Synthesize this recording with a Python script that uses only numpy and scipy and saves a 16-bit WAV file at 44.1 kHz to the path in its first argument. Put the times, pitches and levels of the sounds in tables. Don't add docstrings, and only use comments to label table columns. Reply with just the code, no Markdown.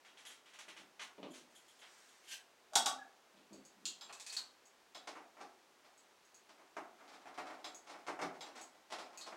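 import sys
import numpy as np
from scipy import signal
from scipy.fft import rfft, irfft
from scipy.io import wavfile
from scipy.ndimage import uniform_filter1d

SR = 44100
rng = np.random.default_rng(int(sys.argv[2]) if len(sys.argv) > 2 else 0)


def wrap_up_sound(samples):
    columns = np.atleast_2d(samples).T
    tamed = np.clip(columns, -1, 1)
    steps = np.round(tamed * 32767).astype(np.int16)
    wavfile.write(sys.argv[1], SR, steps)


N = 412776
TIME_S = np.arange(N) / SR
FFT_SIZE = 32768
BINS_HZ = np.maximum(np.arange(FFT_SIZE // 2 + 1) * SR / FFT_SIZE, 1)

# f/Hz, level/dB
AIR_COLOUR = [(15, -62), (25, -31.5), (123, -25.5), (277, -13), (309, -14.5), (373, -9), (439, -12),
              (887, -10.5), (962, -11.5), (1610, -14.5), (5570, -21.5), (6380, -22), (9840, -29.5),
              (14400, -34.5), (16000, -33)]
AIR_LEVEL_DB = -68.5
# t/s, crease level/dB, treble snap level/dB
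CRINKLES = [(0.049, -53, -62), (0.173, -52, -56), (0.2517, -49.5, -52), (0.293, -52, -53),
            (0.4589, -54.5, -61.5), (0.535, -51.5, -58), (0.589, -47, -49.5), (0.6818, -46.5, -53),
            (0.766, -48, -55.5), (0.995, -42, -55), (1.014, -44.5, -48.5), (1.335, -53.5, -50),
            (1.817, -50, -70)]
# f/Hz, level/dB
PAPER_COLOUR = [(150, -24), (250, -12), (329, -13), (609, -7), (723, -4.5), (1020, -3), (2060, -1),
                (3210, -1), (5190, -10.5), (5950, -7), (11200, -22), (12400, -53), (15000, -46)]
# f/Hz, width/Hz, level/dB
PAPER_MODES = [(1720, 250, -11), (2130, 230, -2), (3150, 300, -2.5)]
CRINKLE_LENGTH_S, CREASES_PER_S = 0.021, 600
HALVING_DB = 6.5
# t/s, level/dB
JINGLES = [(0.2628, -49), (1.305, -58), (2.2832, -53)]
# t/s, level/dB
STIR = [(1.55, -59.5), (2.2, -66.5)]
STIRS_PER_S = 9
# f/Hz, width/Hz, level/dB
RING_MODES = [(3260, 290, -2), (6600, 110, -5.5), (7130, 31, 3.5), (8100, 59, -3), (9700, 70, -6),
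              (11140, 240, -8.5)]
# t/s, heel level/dB, heel low-pass corner f/Hz, delay of sole/s
STEPS = [(0.678, -53, 1200, 0.1), (1.181, -39, 1220, 0.049), (3.338, -57, 1800, .03),
         (3.509, -44, 380, .014), (3.767, -52.5, 220, .063)]
SOLE_DB, SOLE_CORNER_RATIO = 2.0, 2.04
WEIGHT_DELAY_S, WEIGHT_DB = .02, 0.5
# f/Hz, level/dB
BOARDS_COLOUR = [(60, -25), (110, -30), (170, -3.5), (260, -3), (340, -1.5), (470, -10), (590, -4.5),
                 (720, -11.5), (1200, -15), (1500, -25), (3000, -10.5), (7000, -20)]
# t/s, level/dB
CLOSER = [(1.5, -74), (1.75, -72), (1.9, -66.5), (2.03, -68), (2.2, -71), (2.3, -90)]
# f/Hz, level/dB
CLOSER_COLOUR = [(1500, 3.5), (3500, -3), (6000, 1), (8500, -3), (10500, -15), (15000, -21)]
# t/s, level/dB
SWISH = [(2.22, -70), (2.29, -56), (2.318, -41.5), (2.335, -51), (2.36, -65.5), (2.40, -84)]
# f/Hz, level/dB
SWISH_COLOUR = [(350, -39), (600, -17.5), (927, -19), (1430, -19.5), (1580, -2), (1960, -9), (2100, -8),
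                (3070, -2), (3870, -9), (6580, -8.5), (8750, -14.5), (11200, -17), (15500, -30)]
# t/s, f/Hz, level/dB, half length/s
SQUEAKS = [(2.731, 650, -43.5, 0.0063), (2.995, 1690, -54, .008), (3.019, 1675, -45.5, 0.004)]
# t/s, frame level/dB, latch level/dB, strike plate level/dB
KNOCKS = [(2.7347, -49, -48, -55), (2.755, -44, -18.5, -55), (2.7594, -28, -32, -59),
          (2.8598, -46, -25.5, -66), (2.866, -34.5, -64, -38.5)]
# f/Hz, level/dB
FRAME_COLOUR = [(40, -32), (120, -45), (250, -15), (450, -21.5), (620, -28), (780, 4), (1050, -19),
                (1500, -6), (1850, -26), (3000, -20), (8000, -60)]
# f/Hz, width/Hz, level/dB
FRAME_MODES = [(267, 7, -4), (700, 17, 3), (770, 41, -2), (800, 34, 6), (898, 22, 4), (1476, 19, -1),
               (1550, 37, -15)]
# f/Hz, level/dB
LATCH_COLOUR = [(300, -19), (1500, -9), (2600, -3.5), (3300, 3), (4300, 1), (6000, 6), (8500, 3),
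                (10000, -7.5), (13000, -15), (16000, -28)]
# f/Hz, width/Hz, level/dB
LATCH_MODES = [(3340, 48, 13.5), (3600, 50, 1), (3800, 160, 12), (4870, 150, 7), (5470, 42, -13),
               (6350, 200, -12), (7260, 81, -17), (7930, 71, -6)]
# f/Hz, width/Hz, level/dB
PLATE_MODES = [(1130, 48, 8), (1250, 35, -13.5)]
# t/s, level/dB, favoured f/Hz
TINKS = [(3.531, -58, 4900), (3.6513, -58.5, 5500), (4.6555, -62.5, 7000), (5.9777, -64.5, 8450),
         (6.25, -69, 5700), (6.345, -59, 5770), (7.7469, -52.5, 6700), (8.5755, -60.5, 7900),
         (8.6135, -52, 7900), (9.175, -48.5, 2700)]
# f/Hz, width/Hz, level/dB
TINK_MODES = [(2560, 94, 1.5), (4520, 320, 3), (4560, 33, 9), (6630, 300, 10.5), (7180, 430, -10),
              (7300, 45, -4), (7760, 170, 7.5), (9100, 600, -5), (10500, 230, -17)]
# t/s, level/dB
TAPS = [(3.8548, -34.5)]
# f/Hz, level/dB
FACE_COLOUR = [(350, -58), (600, -37), (716, -23), (1360, -18.5), (2220, -26), (2750, -15), (3290, -4.5),
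               (6060, -8.5), (7140, 0.5), (9120, -18), (15500, -43)]
# f/Hz, width/Hz, level/dB
FACE_MODES = [(2770, 120, -0.5), (3270, 160, -1), (4260, 200, 5), (4970, 110, -4), (7000, 82, -2),
              (7050, 100, -7)]
# f/Hz, level/dB
LEAF_COLOUR = [(30, -30), (100, -36), (150, -6), (260, -2.5), (380, -17), (520, -12), (900, -29)]
# f/Hz, width/Hz, level/dB
LEAF_MODES = [(63.6, 9.8, -18.5), (180, 20, -7), (360, 56, 5.5)]
# t/s, level/dB
SNAPS = [(4.011, -43.5), (4.948, -46), (7.6442, -42.5), (8.4083, -44), (9.213, -54)]
# f/Hz, width/Hz, level/dB
BOLT_MODES = [(3370, 140, -1), (3870, 170, -1.5), (4700, 270, -9), (5120, 120, -2.5), (6420, 86, -7),
              (7390, 25, 1), (10600, 74, -28)]
# t/s, key ring level/dB, wood level/dB
CATCHES = [(4.012, -56, -45.5), (4.095, -60, -40), (4.298, -40, -62), (4.367, -30, -44),
           (9.212, -41.5, -60)]
# t/s, level/dB
SCRAPE = [(4.05, -91), (4.28, -85), (4.355, -78)]
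FIRST_PIN_S, PIN_GAP_S, PIN_GAP_RATIO = 4.127, .072, .92
FIRST_PIN_DB, PIN_RISE_DB = -42, 2.0
# f/Hz, level/dB
KEYWAY_COLOUR = [(1500, -11.5), (2600, -15.5), (3600, -9.5), (5300, -11), (7800, -8), (9500, -18),
                 (12000, -28), (15500, -39)]
# f/Hz, width/Hz, level/dB
KEY_LOW_MODES = [(2580, 100, 6.5)]
# f/Hz, width/Hz, level/dB
KEY_HIGH_MODES = [(4284, 77, 6), (4630, 71, -1), (3800, 130, -6)]
# f/Hz, level/dB
STILE_COLOUR = [(200, -9), (500, -6.5), (850, 4), (1200, 4.5), (1900, -5), (3000, -4.5), (5000, -37)]
# t/s, level/dB, length/s
CLACKS = [(4.951, -50.5, 0.0055), (5.073, -44, .0037), (5.404, -53, .01), (5.846, -61, 0.013),
          (6.492, -58, .008), (7.079, -55.5, 0.013), (7.131, -55, 0.0094), (7.377, -48, 0.0037),
          (7.644, -45, 0.015), (7.869, -54, .011), (7.896, -49.5, .01), (8.067, -46, 0.0087),
          (8.216, -42, 0.0076), (8.41, -47.5, 0.035), (8.556, -48, 0.048), (8.903, -48.5, 0.025),
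          (8.92, -41, .0065), (8.986, -45, 0.018), (9.263, -48, 0.0098)]
# t/s, level/dB
BUMPS = [(5.155, -39.5), (5.369, -46), (5.407, -42.5), (6.582, -51), (6.767, -33.5), (6.999, -48.5),
         (7.257, -41.5), (7.378, -32.5), (7.456, -41), (7.502, -39), (7.938, -43), (8.081, -31),
         (8.191, -33.5), (8.222, -31.5), (9.322, -40)]
BUMP_LENGTH_S, THUD_DB_PER_BUMP_DB = 0.0086, 1.3
PULL_S, PULL_DB, PULL_LENGTH_S = 8.215, -40.5, 0.028
# t/s, level/dB
RUB = [(6.9, -69), (7.51, -56.5), (7.72, -65.5), (7.94, -64.5), (8.25, -59), (8.52, -58), (8.68, -72),
       (8.95, -68), (9.12, -60), (9.36, -59)]
RATTLES_PER_S = 12
# f/Hz, level/dB
DOOR_COLOUR = [(45, -28), (100, -40), (180, -17.5), (330, -4), (460, -8.5), (690, 0.5), (1000, -4),
               (1300, -5), (1750, -11), (2200, -11), (2900, -23), (4200, -36)]
# f/Hz, width/Hz, level/dB
DOOR_MODES = [(727, 55, 4.5), (840, 87, 1), (1040, 83, -4), (2130, 140, -7)]
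# f/Hz, level/dB
SPINDLE_COLOUR = [(1200, -43), (2200, -2), (3500, 5.5), (5200, 4.5), (7500, -3.5), (10000, -11.5),
                  (15500, -35.5)]
# f/Hz, t60/s
ENTRY_T60 = [(100, 0.45), (300, 0.62), (800, 0.43), (2000, 0.26), (5000, 0.22), (12000, 0.19)]
CUTOFF_HZ = 15900


def from_db(db):
    return 10 ** (np.asarray(db) / 20)


def unit_energy(x):
    return x / np.sqrt(np.sum(x ** 2) + 1e-20)


def at_hz(points, hz):
    f, value = np.transpose(points)
    return np.interp(np.log(hz), np.log(f), value)


def through(x, response):
    return signal.fftconvolve(x, response)[:N]


def filtered(x, hz, kind="low"):
    return signal.sosfilt(signal.butter(2, hz, kind, fs=SR, output="sos"), x)


def evened(x, size=120):
    spectrum = rfft(x, FFT_SIZE)
    broad = np.sqrt(np.abs(uniform_filter1d(np.abs(spectrum) ** 2, size=size)))
    levelled = irfft(spectrum / (broad + broad.mean() / 10))
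    return unit_energy(levelled[:FFT_SIZE - FFT_SIZE // 16])


def body(colour=None, modes=(), colour_db=0):
    power = np.full(len(BINS_HZ), 1e-9)
    if colour is not None:
        beyond = np.minimum(BINS_HZ / colour[0][0], 1) * np.minimum(colour[-1][0] / BINS_HZ, 1)
        gain = from_db(at_hz(colour, BINS_HZ) + colour_db) * beyond ** 2
        power = power + gain ** 2
    for hz, width_hz, db in modes:
        detuning = (BINS_HZ ** 2 - hz ** 2) / (BINS_HZ * width_hz)
        power = power + from_db(db) ** 2 / (1 + detuning ** 2)
    cepstrum = irfft(np.log(power))[:FFT_SIZE // 2]
    cepstrum[0] /= 2
    response = irfft(np.exp(rfft(cepstrum, FFT_SIZE)))
    return unit_energy(response[:FFT_SIZE // 2])


def contacts(times_s, levels_db, length_s, chatter, per_s=1760):
    out, t = np.zeros(N + FFT_SIZE), TIME_S[:FFT_SIZE // 4]
    share = np.clip(chatter, 0, 1)
    for s, db, length in zip(times_s, levels_db, np.broadcast_to(length_s, len(times_s))):
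        age = t / max(length, 1e-3)
        rebounds = rng.standard_normal(len(t)) * (rng.random(len(t)) < per_s / SR)
        touch = np.sqrt(share) * unit_energy(rebounds * np.exp(-age))
        touch[0] += np.sqrt(1 - share)
        touch = evened(touch, size=32)
        start = max(round(s * SR), 0)
        out[start:start + len(touch)] += from_db(db) * touch
    return out[:N]


def touch_length_s(db, mean_s):
    return mean_s * 2 ** ((db.mean() - db) / HALVING_DB)


def loose_touches(curve, per_s, length_s):
    s, db = np.transpose(curve)
    chance = rng.random((64, 2))
    times_s = s[0] + (np.arange(len(chance)) + chance[:, 0]) / per_s
    levels_db = np.interp(times_s, s, db) + 4 * (2 * chance[:, 1] - 1)
    held = times_s < s[-1]
    return times_s[held], levels_db[held], length_s


def friction(curve, grain_db):
    s, db = np.transpose(curve)
    grain = np.repeat(rng.standard_normal(N // 64 + 1), 64)[:N]
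    slips = rng.standard_normal(N) * from_db(grain_db * grain)
    return slips / slips.std() * from_db(np.interp(TIME_S, s, db, left=-140, right=-140))


def outdoor_air():
    return from_db(AIR_LEVEL_DB) * through(rng.standard_normal(N), body(AIR_COLOUR))


def paper_crinkles(crease_db=24, snap_db=24):
    s, crease_hit, snap_hit = np.transpose(CRINKLES)
    length = touch_length_s(crease_hit, CRINKLE_LENGTH_S)
    sheet = body(PAPER_COLOUR, PAPER_MODES)
    sharp = unit_energy(filtered(sheet, 5500, "high"))
    soft = unit_energy(filtered(sheet, 4800))
    creases = contacts(s, crease_hit, length, chatter=0.72, per_s=CREASES_PER_S)
    snaps = contacts(s, snap_hit, length, chatter=1.0, per_s=CREASES_PER_S)
    return from_db(crease_db) * through(creases, soft) + from_db(snap_db) * through(snaps, sharp)


def key_jingle(jingle_db=25):
    s, db = np.transpose(JINGLES)
    shakes = contacts(s, db, 0.0087, chatter=0.95)
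    stirs = contacts(*loose_touches(STIR, STIRS_PER_S, length_s=.008), chatter=1.0)
    return from_db(jingle_db) * through(shakes + stirs, body(modes=RING_MODES))


def footsteps(level_db=21):
    out = 0
    for s, db, corner_hz, roll_s in STEPS:
        heel = (s, db, corner_hz)
        sole = (s + roll_s, db + SOLE_DB, corner_hz * SOLE_CORNER_RATIO)
        weight = (s + roll_s + WEIGHT_DELAY_S, db + WEIGHT_DB, corner_hz)
        for at_s, hit_db, hz in heel, sole, weight:
            out = out + filtered(contacts([at_s], [hit_db], 0.0032, chatter=0.29), min(hz, SR / 4))
    return from_db(level_db) * through(out, body(BOARDS_COLOUR))


def closer_hiss():
    return through(friction(CLOSER, grain_db=1), body(CLOSER_COLOUR))


def paper_swish():
    return through(friction(SWISH, grain_db=6.0), body(SWISH_COLOUR))


def squeak(s, hz, db, half_length_s):
    swell = np.exp(-((TIME_S - s) / half_length_s) ** 2)
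    return from_db(db) * swell * np.sin(2 * np.pi * hz * TIME_S)


def storm_door(frame_db=28, latch_db=22, plate_db=28):
    s, frame_hit, latch_hit, plate_hit = np.transpose(KNOCKS)
    frame = through(contacts(s, frame_hit, 0.016, chatter=0.051), body(FRAME_COLOUR, FRAME_MODES))
    latch = through(contacts(s, latch_hit, .002, chatter=.65), body(LATCH_COLOUR, LATCH_MODES))
    plate = through(contacts(s, plate_hit, 0.0017, chatter=.05), body(modes=PLATE_MODES))
    knocks = from_db(frame_db) * frame + from_db(latch_db) * latch + from_db(plate_db) * plate
    return knocks + sum(squeak(*row) for row in SQUEAKS)


def key_tinks(tink_db=27, focus_octaves=0.26, max_cut_db=7.5):
    out = 0
    for s, db, favoured_hz in TINKS:
        modes = []
        for hz, width_hz, level_db in TINK_MODES:
            cut_db = min(6 * (np.log2(hz / favoured_hz) / focus_octaves) ** 2, max_cut_db)
            modes.append((hz, width_hz, level_db - cut_db))
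        out = out + through(contacts([s], [db], 0.0018, chatter=0.14), body(modes=modes))
    return from_db(tink_db) * out


def key_tap(face_db=26, thud_db=0):
    s, db = np.transpose(TAPS)
    touch = contacts(s, db, 0.015, chatter=0.2)
    face = through(touch, body(FACE_COLOUR, FACE_MODES, colour_db=2.0))
    thud = through(touch, body(LEAF_COLOUR, LEAF_MODES))
    return from_db(face_db) * face + from_db(thud_db) * thud


def lock_springs(bolt_db=23):
    s, db = np.transpose(SNAPS)
    return from_db(bolt_db) * through(contacts(s, db, 0.016, chatter=0.18), body(modes=BOLT_MODES))


def pin_clicks(count=4):
    k = np.arange(count)
    times_s = FIRST_PIN_S + PIN_GAP_S * (1 - PIN_GAP_RATIO ** k) / (1 - PIN_GAP_RATIO)
    return contacts(times_s, FIRST_PIN_DB + PIN_RISE_DB * k, 0.0048, chatter=0.38)


def key_in_lock(keyway_db=19, low_db=19, high_db=19, wood_db=18):
    s, ring_hit, wood_hit = np.transpose(CATCHES)
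    catches = contacts(s, ring_hit, .0025, chatter=0.066)
    knocks = contacts(s, wood_hit, 0.0063, chatter=0.98)
    pins, scrape = pin_clicks(), friction(SCRAPE, grain_db=8.5)
    keyway = through(pins + scrape + from_db(-6.0) * catches, body(KEYWAY_COLOUR))
    low = through(from_db(2.5) * scrape + from_db(-13) * pins, body(modes=KEY_LOW_MODES))
    high = through(catches + from_db(-3.5) * scrape, body(modes=KEY_HIGH_MODES))
    wood = through(knocks + from_db(-3) * scrape + from_db(-12) * pins, body(STILE_COLOUR))
    ringing = from_db(low_db) * low + from_db(high_db) * high
    return from_db(keyway_db) * keyway + ringing + from_db(wood_db) * wood


def knob(bump_db=20, bump_click_db=2.0, thud_db=2.0, clack_db=22, clack_panel_db=27,
         rattle_db=31, rattle_click_db=23.0, rub_db=-6, pull_db=24):
    clacks = contacts(*np.transpose(CLACKS), chatter=0.79, per_s=700)
    s, db = np.transpose(BUMPS)
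    bumps = contacts(s, db, touch_length_s(db, BUMP_LENGTH_S), chatter=0.76, per_s=800)
    thud_hit = db.mean() + THUD_DB_PER_BUMP_DB * (db - db.mean())
    thuds = contacts(s, thud_hit, .0067, chatter=0.099)
    pull = contacts([PULL_S], [PULL_DB], PULL_LENGTH_S, chatter=0.44)
    rubbing = from_db(rub_db) * friction(RUB, grain_db=7.5)
    rattles = contacts(*loose_touches(RUB, RATTLES_PER_S, length_s=.011), chatter=0.67)

    blows = from_db(bump_db) * bumps + from_db(clack_panel_db) * clacks + from_db(rattle_db) * rattles
    panels = through(blows + rubbing, body(DOOR_COLOUR, DOOR_MODES, colour_db=13.0))
    clicks = from_db(clack_db) * clacks + from_db(bump_click_db) * bumps
    spindle = through(clicks + from_db(rattle_click_db) * rattles, body(SPINDLE_COLOUR))
    leaf = through(from_db(thud_db) * thuds + from_db(pull_db) * pull, body(LEAF_COLOUR, LEAF_MODES))
    return panels + spindle + leaf


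def entry(late_db, late_stretch=1.72):
    t, edges_hz = TIME_S[:FFT_SIZE], np.geomspace(45, 18000, 13)
    white, tail = rng.standard_normal((2, FFT_SIZE)), 0
    for k, (low, high) in enumerate(zip(edges_hz, edges_hz[1:])):
        band = filtered(white[k % 2], [low, high], "band")
        fall_db = -60 * t / at_hz(ENTRY_T60, np.sqrt(low * high))
        tail = tail + band * np.hypot(from_db(fall_db), from_db(late_db + fall_db / late_stretch))
    return evened(tail * (1 - np.exp(-t / .0015)))


def in_entry(x, direct_db, late_db, sway_hz=0.3527):
    turn = 2 * np.pi * sway_hz * TIME_S
    reflections = through(x * np.cos(turn), entry(late_db)) + through(x * np.sin(turn), entry(late_db))
    return (reflections + from_db(direct_db) * x) / np.hypot(1, from_db(direct_db))


def scene():
    air = outdoor_air()
    handling = paper_crinkles() + footsteps() + paper_swish() + knob()
    small_metal = key_jingle() + key_tinks() + key_tap() + lock_springs() + key_in_lock()
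    shielded = in_entry(handling, direct_db=-8.0, late_db=-15.0)
    metal = in_entry(small_metal, direct_db=-8, late_db=-10)
    closing = in_entry(closer_hiss() + storm_door(), direct_db=-3.5, late_db=-17.0)
    return (air + shielded + metal + closing)[None]


def record(dry):
    return signal.sosfilt(signal.ellip(10, .1, 70, CUTOFF_HZ, fs=SR, output="sos"), dry)


dry = scene()
out = record(dry)
wrap_up_sound(out)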